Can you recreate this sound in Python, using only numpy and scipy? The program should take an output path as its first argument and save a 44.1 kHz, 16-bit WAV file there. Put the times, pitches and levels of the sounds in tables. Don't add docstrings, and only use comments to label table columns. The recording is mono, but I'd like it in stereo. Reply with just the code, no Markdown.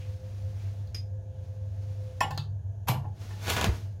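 import sys
import numpy as np
from scipy import signal
from scipy.fft import rfft, irfft
from scipy.io import wavfile
from scipy.ndimage import uniform_filter1d

SR = 44100
rng = np.random.default_rng(int(sys.argv[2]) if len(sys.argv) > 2 else 0)


def output_pcm(signal):
    pcm = np.clip(np.atleast_2d(signal).T, -1, 1) * 32767
    wavfile.write(sys.argv[1], SR, np.round(pcm).astype(np.int16))


N = 176400
TIME = np.arange(N) / SR

# frequency in Hz, t60 in seconds.
ROOM_DECAY = [(100, 0.49), (400, 0.33), (1000, 0.29), (2500, 0.21), (5000, 0.21), (9000, 0.21),
              (16000, 0.16)]
# frequency in Hz, correlation.
MIC_LIKENESS = [(100, 0.97), (170, 0.82), (300, 0.42), (700, 0.36), (1500, 0), (16000, 0.072)]
# frequency in Hz, left minus right in dB.
MIC_BALANCE = [(60, -1), (110, -2.5), (250, 0.5), (700, -1.5), (1300, -1), (2400, 0), (4400, 1), (8000, -3),
               (15000, -3.5)]

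# frequency in Hz, relative spectral density in dB.
AIR_SPECTRUM = [(20, -33.5), (35, -22), (50, -11), (62, -3), (72, -2.5), (83, 4), (97, 6.5), (110, -3),
                (150, -13), (190, -17.5), (320, -31), (400, -24.5), (460, -27), (630, -26), (675, -19.5),
                (770, -39), (845, -27), (900, -33), (1300, -49.5), (1650, -36), (2000, -55), (3000, -49),
                (5000, -57), (6600, -45), (7700, -60), (11000, -58), (16000, -70)]
SLEEVE_SPECTRUM = [(200, 9), (900, 0), (4000, -3), (6600, -5), (7800, -13), (11000, -14), (16000, -18.5)]
CLINK_SPECTRUM = [(300, -6), (1200, -11), (2400, 3), (3800, 1), (5100, -4), (6700, -4), (7600, -17),
                  (10300, -7), (12500, -13), (16000, -26)]
KNOCK_SPECTRUM = [(100, -1), (400, -10), (650, 3.5), (880, 1.5), (1250, -5.5), (1800, -2.5), (2300, -6),
                  (2800, 3.5), (4000, -8.5), (5400, -16), (8000, -16), (12000, -23), (16000, -46)]
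CLICK_SPECTRUM = [(400, -6), (1500, -8.5), (2100, -12.5), (3000, -7.5), (3600, 2.5), (4600, 3), (5300, -15),
                  (6800, -17), (8000, -23), (16000, -27)]
SNAP_SPECTRUM = [(30, -34), (130, 5), (420, -3), (970, 10), (1400, -4.5), (2700, -4), (3300, -7.5),
                 (4500, -10), (7000, -19), (9700, -23.5), (11400, -14), (13500, -16), (16000, -34)]
RASP_SPECTRUM = [(25, -20), (80, 9.5), (200, 1), (330, -2.5), (470, 1), (750, 1.5), (1000, 2), (1300, 0),
                 (2000, 1), (2800, -1), (4000, -6), (5500, -8.5), (6800, -9.5), (8200, -16), (12000, -17.5),
                 (16000, -20)]

# time in seconds, pitch in Hz, level in dB.
WHINE_PATH = [(0, 511.7, -57), (.45, 522, -56), (.8, 515, -60), (1.15, 519.4, -56), (1.75, 520.4, -60),
              (2.18, 514.6, -50.5), (2.4, 508, -64), (3, 502, -75)]
# time in seconds, level in dB.
SLEEVE_LEVEL = [(0, -54.5), (.22, -59.5), (.3, -57), (.52, -57.5), (.63, -55), (.85, -61.5), (1.1, -72.5),
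                (1.28, -74), (1.45, -63), (1.65, -66), (1.85, -59), (2.19, -59), (2.5, -90), (3.14, -67.5),
                (3.22, -49), (3.36, -50.5), (3.75, -45.5), (3.85, -55.5), (4, -71.5)]
# middle and half length in seconds, band centre in Hz, level in dB.
HAND_SCUFFS = [(0.008, 0.033, 2480, -56.5), (0.633, .06, 2270, -62), (1.36, 0.1, 3080, -72)]
# start in seconds, pitch in Hz, level in dB, t60 in seconds.
PIPE_THUDS = [(2.228, 148.6, -38, 0.36), (2.299, 142.8, -35.5, 0.96), (2.384, 142.5, -31, 0.31),
              (2.894, 124.3, -17.5, 0.25), (2.974, 133.4, -26.5, 0.36), (3.471, 124, -41, 0.29),
              (3.668, 191, -18, 0.073), (3.674, 115.7, -22, 0.079), (3.688, 66, -19, 0.2)]

# frequency in Hz, relative level in dB, t60 in seconds.
FITTING_MODES = [(2288, -24, .025), (4870, -4, .025), (4958, -4, .08), (5120, 0, .02), (5335, -9, .06),
                 (6465, -16, .05), (6578, -22, .08), (9930, -13, .03), (10050, -18, .05), (13100, -22, .07),
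                 (13200, -23, .06), (15400, -29, .04)]
PIPE_MODES = [(785, -2, .05), (847, 1, .12), (925, 1, .045), (1000, 0, .045), (1071, 0, .07),
              (1410, -7, .055), (1523, -11, .1), (1775, 2, .06), (2210, -9, .055), (2620, -1, .045),
              (2912, -4, .07), (3332, -16, .1), (5330, -10, .045), (5690, -13, .045), (7537, -9, .035),
              (10010, -15, .06), (11680, -22, .05), (15070, -25, .07)]
WHEEL_MODES = [(1364, -1, 0.094), (2610, 1, .05), (3680, 7, 0.016), (4150, -3.5, 0.014), (4360, 0, .02),
               (6540, -8, 0.082)]
JAW_MODES = [(297, -1, .12), (624, -2, .07), (675, 4, .04), (851, -3, .12), (965, 3, .09), (1090, -2, .11),
             (1640, -13, .06), (2300, -3, .07), (2740, 0, .05)]
GRIPPED_PIPE_MODES = [(389, -5, .3), (463, 4, .35), (619, -1, .25), (699, 0, .25), (960, 1, .15),
                      (1468, -2, .25), (1684, -1, .25), (2370, -2, .2), (2762, 3, .15)]

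# start in seconds, level in dB, tilt in dB per octave, contact time in seconds.
FITTING_CLINKS = [(.9462, -33, -2, 0.00068), (.956, -42, -4, 0.0038), (1.255, -54, -16, .0012)]
PIPE_CONTACTS = [(2.2062, -17, 0.5, 0.0049), (2.2112, -25.5, -1.5, 0.0044), (2.243, -32.5, -11.5, 0.0032),
                 (2.306, -32.5, -2, 0.0066), (2.376, -41.5, -2.5, .0034), (3.042, -43, -14.5, 0.0044),
                 (3.052, -40.5, -12, 0.0024), (3.305, -45, 0.5, 0.02)]
WHEEL_CLICKS = [(.873, -56, 3.5, .0013), (2.308, -41.5, 7, 0.0037), (2.346, -51.5, 6, 0.0093),
                (2.3765, -28.5, 0.5, 0.0015)]
JAW_SNAPS = [(2.873, -34, 1, 0.0053), (2.879, -36.5, 3, 0.0033), (2.8835, -21, 2.5, 0.0038),
             (2.8885, -24.5, -2, 0.0012), (2.8935, -28.5, -5, 0.0032), (2.899, -33, -6.5, 0.0048),
             (2.955, -40, -3, 0.02)]
WHEEL_SLIPS = [(3.48, -26, -1.5, 0.0062), (3.5005, -23, 2, 0.0058), (3.5655, -24, -1, 0.0049),
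               (3.6125, -23, 0, 0.0017), (3.643, -20.5, -0.5, 0.0026)]
# time in seconds, level in dB, tilt in dB per octave.
CUTTER_TURN = [(3.37, -61, -2), (3.43, -40, 1.5), (3.47, -32.5, 0.5), (3.495, -27, 1), (3.545, -34.5, 2.2),
               (3.58, -27, -0.5), (3.605, -33, -0.5), (3.635, -28.5, -1.5), (3.665, -34, 0.5),
               (3.695, -31.5, -23), (3.73, -68, -17)]

GRAINS_PER_S = 2400
KNOCK_LAG_S, RASP_LAG_S = 0.00015, -0.000287


def amp(db):
    return 10 ** (np.asarray(db) / 20)


def unit_rms(x):
    return x / np.sqrt(np.mean(x ** 2) + 1e-20)


def unit_energy(x):
    return x / np.sqrt(np.sum(x ** 2, -1, keepdims=True) + 1e-20)


def at_hz(points, hz):
    table_hz, value = np.transpose(points)
    return np.interp(np.log(hz + 1), np.log(table_hz + 1), value)


def curve(rows, column=1):
    rows = np.array(rows)
    return np.interp(TIME, rows[:, 0], rows[:, column])


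def add(mix, start_s, sound):
    part = mix[round(start_s * SR):][:len(sound)]
    part += sound[:len(part)]


def octaves(hz):
    return np.log2(np.maximum(hz, 400) / 2000)


def minimum_phase(log_gain):
    return np.exp(np.conj(signal.hilbert(log_gain)))


def flattened(response, width_hz=60):
    spectrum = np.fft.fft(response)
    bins = max(1, round(width_hz * response.shape[-1] / SR))
    power = uniform_filter1d(abs(spectrum) ** 2, bins, mode="wrap")
    return np.fft.ifft(spectrum / minimum_phase(np.log(abs(power) + 1e-12) / 2)).real


def wander(hz):
    rolloff = 1 + (np.fft.rfftfreq(N, 1 / SR) / hz) ** 4
    return unit_rms(irfft(rfft(rng.standard_normal(N)) / rolloff, N))


def paired(x):
    size = x.shape[1]
    left, other = rfft(x)
    likeness = np.clip(at_hz(MIC_LIKENESS, np.fft.rfftfreq(size, 1 / SR)), -1, 1)
    right = likeness * left + np.sqrt(1 - likeness ** 2) * other
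    return irfft(np.array([left, right]), size)


def diffuse_noise(spectrum):
    white = paired(rng.standard_normal((2, N)))
    gain = amp(at_hz(spectrum, np.fft.rfftfreq(N, 1 / SR)))
    return unit_rms(irfft(rfft(white) * gain, N))


def bathroom(x, lag_s, wet_db, build_s=0.0019, early_db=14, early_s=0.0042):
    t = np.arange(SR * 3 // 4) / SR
    echoes = paired(rng.standard_normal((2, len(t))) * (rng.random((2, len(t))) < .2))
    hz, frame_s, frames = signal.stft(echoes, SR, nperseg=256)
    decay = amp(-60 * frame_s / at_hz(ROOM_DECAY, hz)[:, None])
    tail = signal.istft(frames * decay, SR, nperseg=256)[1][:, :len(t)]
    build = 1 - np.exp(-(t / build_s) ** 2)
    early_lift = 1 + amp(early_db) * np.exp(-t / early_s)
    tail = unit_energy(tail * build * early_lift)
    direct = np.exp(-1j * np.pi * np.fft.rfftfreq(N, 1 / SR) * np.array([[lag_s], [-lag_s]]))
    response = flattened(irfft(direct + amp(wet_db) * rfft(tail, N), N))
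    return irfft(rfft(x) * rfft(response), N)


def room_tone(air_db=-41, hum_hz=99.7, hum_db=-37):
    air = amp(air_db) * diffuse_noise(AIR_SPECTRUM)
    hum_waver = 1 + 0.22 * wander(hz=23)
    hum = unit_rms(hum_waver * np.sin(2 * np.pi * hum_hz * TIME + 0.21 * wander(hz=2.16)))
    whine_phase = 2 * np.pi * np.cumsum(curve(WHINE_PATH)) / SR
    whine_waver = 1 + 0.4 * wander(hz=7.4)
    whine = unit_rms(whine_waver * np.sin(whine_phase + 0.17 * wander(hz=11)))
    return air + amp(hum_db) * hum + amp(curve(WHINE_PATH, column=2)) * whine


def sleeve(flutter_db=0.63):
    return diffuse_noise(SLEEVE_SPECTRUM) * amp(curve(SLEEVE_LEVEL) + flutter_db * wander(hz=25))


def hand_scuffs():
    out = np.zeros(N)
    for middle_s, half_s, hz, db in HAND_SCUFFS:
        grit = rng.standard_normal(N) * (rng.random(N) < GRAINS_PER_S / SR)
        band = signal.iirpeak(hz, Q=2.1, fs=SR)
        grit = signal.lfilter(*band, signal.lfilter(*band, grit))
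        swell = np.exp(-((TIME - middle_s) / half_s) ** 2)
        out += amp(db) * unit_rms(grit) * swell
    return bathroom(out, KNOCK_LAG_S, wet_db=13)


def pipework_thuds(rise_s=0.0022):
    out, t = np.zeros(N), np.arange(SR // 2) / SR
    rise = 1 - np.exp(-t / rise_s)
    for start_s, hz, db, t60 in PIPE_THUDS:
        add(out, start_s, amp(db - 60 * t / t60) * rise * np.sin(2 * np.pi * hz * t))
    return out


def metal_response(spectrum, modes, ring_db, tilt=0, size=16384):
    hz, t = abs(np.fft.fftfreq(size, 1 / SR)), np.arange(size) / SR
    crack = np.fft.ifft(minimum_phase(np.log(amp(at_hz(spectrum, hz))))).real
    ring = sum(amp(db - 60 * t / t60) * np.sin(2 * np.pi * (mode_hz * t + rng.random()))
               for mode_hz, db, t60 in modes)
    struck = unit_energy(crack) + amp(ring_db) * unit_energy(ring)
    slope = minimum_phase(np.log(amp(tilt * octaves(hz))))
    return unit_energy(np.fft.ifft(np.fft.fft(struck) * slope).real)


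def chatter(contact_s, size=4096):
    decay = np.exp(-np.arange(size) / SR / contact_s)
    return unit_energy(flattened(rng.standard_normal(size) * decay))


def blows(contacts, spectrum, modes, ring_db):
    out = np.zeros(N)
    for start_s, db, tilt, contact_s in contacts:
        blow = signal.fftconvolve(chatter(contact_s), metal_response(spectrum, modes, ring_db, tilt))
        add(out, start_s, amp(db) * unit_energy(blow))
    return out * np.sqrt(SR / 100)


def cutter_going_on():
    parts = [blows(FITTING_CLINKS, CLINK_SPECTRUM, FITTING_MODES, ring_db=8),
             blows(PIPE_CONTACTS, KNOCK_SPECTRUM, PIPE_MODES, ring_db=6.5),
             blows(WHEEL_CLICKS, CLICK_SPECTRUM, WHEEL_MODES, ring_db=-10.5),
             blows(JAW_SNAPS, SNAP_SPECTRUM, JAW_MODES, ring_db=-5.5)]
    return sum(bathroom(part, KNOCK_LAG_S, wet_db) for part, wet_db in zip(parts, (5, 2.5, 0.5, 9.5)))


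def cutter_rasp(grain_spread_db=3):
    sizes = amp(grain_spread_db * np.minimum(rng.exponential(1, N), 4))
    grains = sizes * rng.choice([-1, 1], N) * (rng.random(N) < GRAINS_PER_S / SR)
    pipe = metal_response(RASP_SPECTRUM, GRIPPED_PIPE_MODES, ring_db=-8)
    scrape = signal.fftconvolve(grains, pipe)[:N]
    hz, frame_s, frames = signal.stft(scrape, SR, nperseg=256)
    tilt = np.interp(frame_s, TIME, curve(CUTTER_TURN, column=2))
    slope = amp(octaves(hz)[:, None] * tilt)
    power = np.mean(abs(frames) ** 2, 1, keepdims=True)
    tilted_rms = np.sqrt((power * slope ** 2).sum(0))
    scrape = unit_rms(signal.istft(frames * slope / tilted_rms, SR, nperseg=256)[1][:N])
    turning = (TIME > CUTTER_TURN[0][0]) & (TIME < CUTTER_TURN[-1][0])
    rasp = bathroom(scrape * turning * amp(curve(CUTTER_TURN)), RASP_LAG_S, wet_db=7.5)
    slips = blows(WHEEL_SLIPS, RASP_SPECTRUM, GRIPPED_PIPE_MODES, ring_db=-14)
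    return rasp + bathroom(slips, RASP_LAG_S, wet_db=-1)


def scene():
    return cutter_going_on() + cutter_rasp() + pipework_thuds() + sleeve() + hand_scuffs() + room_tone()


def record(dry, edge_hz=15950):
    lean_db = at_hz(MIC_BALANCE, np.fft.rfftfreq(N, 1 / SR))
    heard = irfft(rfft(dry) * amp(np.array([lean_db, -lean_db]) / 2), N)
    lowpass = signal.firwin(511, edge_hz, window=("kaiser", 9), fs=SR)
    return signal.oaconvolve(heard, lowpass[None], "same")


dry = scene()
out = record(dry)
output_pcm(out)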